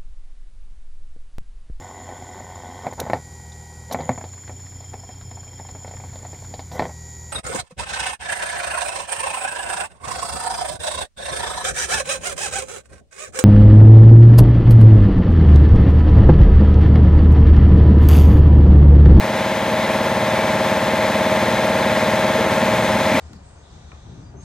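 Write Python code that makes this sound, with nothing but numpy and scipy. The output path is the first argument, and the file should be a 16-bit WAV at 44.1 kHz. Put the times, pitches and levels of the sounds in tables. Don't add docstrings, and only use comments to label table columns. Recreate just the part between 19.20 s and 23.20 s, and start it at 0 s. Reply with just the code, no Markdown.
import sys
import numpy as np
from scipy import signal
from scipy.fft import rfft, irfft
from scipy.io import wavfile
from scipy.ndimage import uniform_filter1d, map_coordinates

SR = 44100
rng = np.random.default_rng(int(sys.argv[2]) if len(sys.argv) > 2 else 0)


def wav_out(sig):
    wavfile.write(sys.argv[1], SR, np.round(np.clip(np.atleast_2d(sig).T, -1, 1) * 32767).astype(np.int16))


N = 176400


def pump(t, size=4096):
    # delay in ms, strength in dB.
    knocks = [(.32, -2.1), (16.42, -11.1), (17.21, -11), (22.88, -10.7), (33.36, -7.2), (38.01, -7.6),
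              (39.5, -13.6), (45.05, -6.5)]
    # frequency in Hz, width in Hz.
    housing = [(108, 13), (216, 56), (487.5, 12), (526.4, 12), (643, 26.5), (921, 31)]
    # multiple of the shaft rate, level in dB.
    drone = [(2, -56), (3, -71), (4, -44), (5, -42), (6, -41), (7, -50), (8, -37), (9, -47), (10, -36),
             (11, -31.5), (12, -33), (13, -36), (14, -42), (15, -45), (16, -37), (17, -49), (18, -38),
             (19, -46), (20, -39), (21, -46), (22, -44), (23, -40), (24, -52), (25, -43), (26, -38),
             (27, -41), (28, -43), (29, -29.8), (30, -33), (31, -37), (32, -42), (33, -32), (34, -27),
             (35, -30), (36, -37), (37, -42), (38, -47), (39, -42), (40, -42), (41, -50), (42, -35),
             (43, -38), (44, -41), (45, -45), (46, -33), (47, -35), (48, -41), (49, -31.5), (50, -50),
             (51, -45), (52, -44), (53, -41), (54, -37), (55, -41), (56, -43), (57, -37), (58, -45),
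             (59, -43), (60, -42)]
    # frequency in Hz, level in dB.
    whine = [(1136, -45), (1155, -46), (1228, -46), (1320, -41), (1393, -42), (1613, -45), (1631, -38),
             (1650, -43), (1760, -39), (1796, -46), (1833, -46.5), (1869, -44.5), (1906, -41),
             (2034, -43.5), (2236, -47), (2511, -48), (2584, -46), (3171, -50), (3391, -51), (3601, -51),
             (4043, -53), (4156, -54)]
    # frequency in Hz, level per multiple in dB.
    clatter = [(1100, -51), (1300, -58), (1550, -51), (1850, -47), (2300, -51), (2850, -61.5), (3400, -55),
               (5000, -67), (7000, -74.5), (14000, -83)]
    # time in seconds, gain in dB.
    level = [(0, -2.5), (1, -0.47), (2, 0.25), (3, 0.56), (4, 0.5)]
    shaft_hz, first_knock_s, speed_wander = 18.328, .0441, .0003
    ring_s, ring_db, ring_hz = .013, 8, 1510
    throb_db, throb_s = .9, .005
    drift_s = speed_wander * np.cumsum(walk(count=8, size=N)) / SR
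    turns = shaft_hz * (t - first_knock_s + drift_s)
    age = np.arange(size) / size / shaft_hz
    hz = np.arange(size // 2 + 1) * shaft_hz + 1e-9
    treble = undb(ring_db) / (1 + (ring_hz / hz) ** 2) ** 2
    lines = 0
    for ms, db in knocks:
        ring = rng.standard_normal(size) * np.exp(-age / ring_s)
        knock = undb(db) + treble * rfft(ring / np.linalg.norm(ring))
        lines = lines + knock * np.exp(-2j * np.pi * hz * ms / 1000)
    lines = lines * sum(1 / (1 + 1j * (hz * hz - f * f) / (hz * width)) for f, width in housing)
    ripple = abs(lines) / np.sqrt(uniform_filter1d(abs(lines) ** 2, size=12))
    gain = ripple * colour(clatter, hz)
    gain[:2] = 0
    gain[2:2 + len(drone)] = undb([db for _, db in drone])
    for f, db in whine:
        gain[int(round(f / shaft_hz))] = undb(db)
    one_turn = irfft(gain * lines / abs(lines)) * size / np.sqrt(2)
    throb = undb(throb_db * np.cos(2 * np.pi * (turns - throb_s * shaft_hz)))
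    return map_coordinates(one_turn, [turns % 1 * size], mode="grid-wrap") * fader(level) * throb


def carousel():
    # start and length in seconds, frequency and width in Hz, level in dB.
    rumbles = [(.43, 0.23, 219, 12, -31.5), (2.685, 0.13, 200, 200, -34), (3.056, 0.35, 327, 96, -34),
               (3.17, 0.13, 464, 41, -29), (3.42, 0.13, 229, 12, -27), (3.497, 0.055, 860, 70, -29),
               (3.564, 0.26, 212, 46, -35), (3.3, .6, 100, 54, -37.5)]
    scrapes = [(1.03, 0.063, 2120, 160, -36), (1.17, 0.14, 2280, 90, -34.5), (1.68, 0.089, 2050, 160, -34),
               (2.36, 0.051, 2210, 90, -31.5), (2.62, .2, 1990, 200, -35)]
    slide = (3.28, 1, 6500, 3500, -46)
    rattle = (3.885, .11, 2300, 516, -28.5)
    return sum(swell(*row) for row in rumbles + scrapes + [slide, rattle]) + bump(start_s=3.937)


def bump(start_s, rise_s=.01, decay_s=.018):
    # mode frequency in Hz, peak level in dB.
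    modes = [(89, -28), (149, -21), (262, -15.5)]
    age = np.maximum(np.arange(N) / SR - start_s, 0)
    envelope = np.minimum(age / rise_s, 1) * np.exp(-np.maximum(age - rise_s, 0) / decay_s)
    return envelope * sum(undb(db) * np.sin(2 * np.pi * hz * age) for hz, db in modes)


def rush(flicker_db=.41, panel_ripple_db=1.68):
    # frequency in Hz, noise density in dB.
    spectrum = [(20, -84), (45, -71), (70, -73), (110, -59.5), (170, -58.5), (220, -55), (270, -59),
                (400, -61), (480, -56), (560, -58.5), (640, -57), (780, -61), (1000, -60.5), (1300, -60),
                (1650, -61.5), (2150, -62), (2550, -63.5), (2850, -67.5), (3300, -67), (4200, -69),
                (4750, -74.5), (5050, -73), (5600, -78.5), (6300, -73), (6900, -77.5), (8500, -79),
                (10500, -82), (13800, -79.5), (15200, -93)]
    # time in seconds, gain in dB.
    level = [(0, -1.5), (.8, -0.6), (1.4, 0), (2.2, 0.8), (3.2, 0.84), (4, 2)]
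    # frequency in Hz, side relative to mid in dB.
    diffuse = [(60, -51), (200, -18), (700, -22), (1400, -19.5), (2300, -12.5), (4000, -10.5), (7000, -12),
               (14000, -8)]
    # frequency and width in Hz, level in dB.
    panels = [(218.6, 16, -42.5), (483, 7.3, -43.5), (626.6, 14.3, -36), (811, 5, -49), (869, 11, -42)]
    whistles = [(5050, 62, -51), (5170, 18, -53.5), (6360, 36, -54), (7310, 120, -58), (9100, 100, -64),
                (12030, 100, -57.5)]
    f = np.fft.rfftfreq(N, 1 / SR)
    ripple = undb(panel_ripple_db * walk(count=500, size=len(f)) * np.minimum(f / 2500, 1))
    shape = colour(spectrum, f) * np.sqrt(SR / 2) * ripple
    gain = fader(level) * undb(flicker_db * walk(count=90, size=N))
    mid = irfft(noise() * shape, N) + whirr()
    mid += sum(undb(db) * resonance(hz, width) for hz, width, db in panels + whistles)
    side = irfft(noise() * shape * colour(diffuse, f), N)
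    return gain * mid, gain * side


def whirr(swell_db=2.2, flare_db=3):
    # frequency and width in Hz, level in dB.
    bands = [(2018, 65, -42), (2165, 90, -42), (2293, 80, -46), (2460, 110, -47.5), (3526, 260, -46)]
    together = swell_db * walk(count=56, size=N)
    out = 0
    for hz, width, db in bands:
        band = resonance(hz, width) * undb(together + flare_db * walk(count=100, size=N))
        out = out + undb(db) * band / band.std()
    return out


def hum(t, waver_db=2.5, drift_rad=.22):
    # frequency in Hz, level in dB.
    tones = [(59, -53), (120, -39.5), (630, -45)]
    out = 0
    for hz, db in tones:
        amplitude = np.sqrt(2) * undb(db + waver_db * walk(count=20, size=N))
        out = out + amplitude * np.sin(2 * np.pi * hz * t + drift_rad * walk(count=16, size=N))
    return out


def swell(start, length, hz, width, db, fade_s=.03):
    t = np.arange(N) / SR
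    gate = np.clip(np.minimum(t - start, start + length - t) / fade_s + .5, 0, 1)
    y = gate * resonance(hz, width)
    return undb(db) * y * np.sqrt(np.sum(gate ** 2) / np.sum(y ** 2))


def resonance(hz, width):
    f = np.fft.rfftfreq(N, 1 / SR) + 1e-9
    y = irfft(noise() / (1 + 1j * (f * f - hz * hz) / (f * width * np.sqrt(2))) ** 2, N)
    return y / y.std()


def noise():
    return rfft(rng.standard_normal(N))


def walk(count, size):
    y = signal.resample(rng.standard_normal(count), size)
    return y / y.std()


def colour(points, hz):
    f, db = np.array(points, float).T
    return undb(np.interp(np.log(hz + 1e-9), np.log(f), db))


def fader(points):
    return undb(np.interp(np.arange(N) / SR, *np.array(points, float).T))


def undb(db):
    return 10 ** (np.asarray(db) / 20)


def scene():
    # frequency in Hz, left minus right in dB.
    balance = [(150, 0), (700, 1), (1500, 1.7), (4400, 1.3), (15000, 0)]
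    lag_s = 28.2e-6
    t, f = np.arange(N) / SR, np.fft.rfftfreq(N, 1 / SR)
    air, side = rush()
    edge_fade = signal.windows.tukey(N, .001)
    mid = rfft((pump(t) + carousel() + air + hum(t)) * edge_fade)
    left_right = np.array([[1], [-1]])
    mics = colour(balance, f) ** (left_right / 2) * np.exp(1j * np.pi * f * left_right * lag_s)
    return irfft((mid + left_right * rfft(side)) * mics, N)


def record(dry):
    top_hz = 15300
    return signal.sosfilt(signal.ellip(8, .2, 70, top_hz, fs=SR, output="sos"), dry)


dry = scene()
out = record(dry)
wav_out(out)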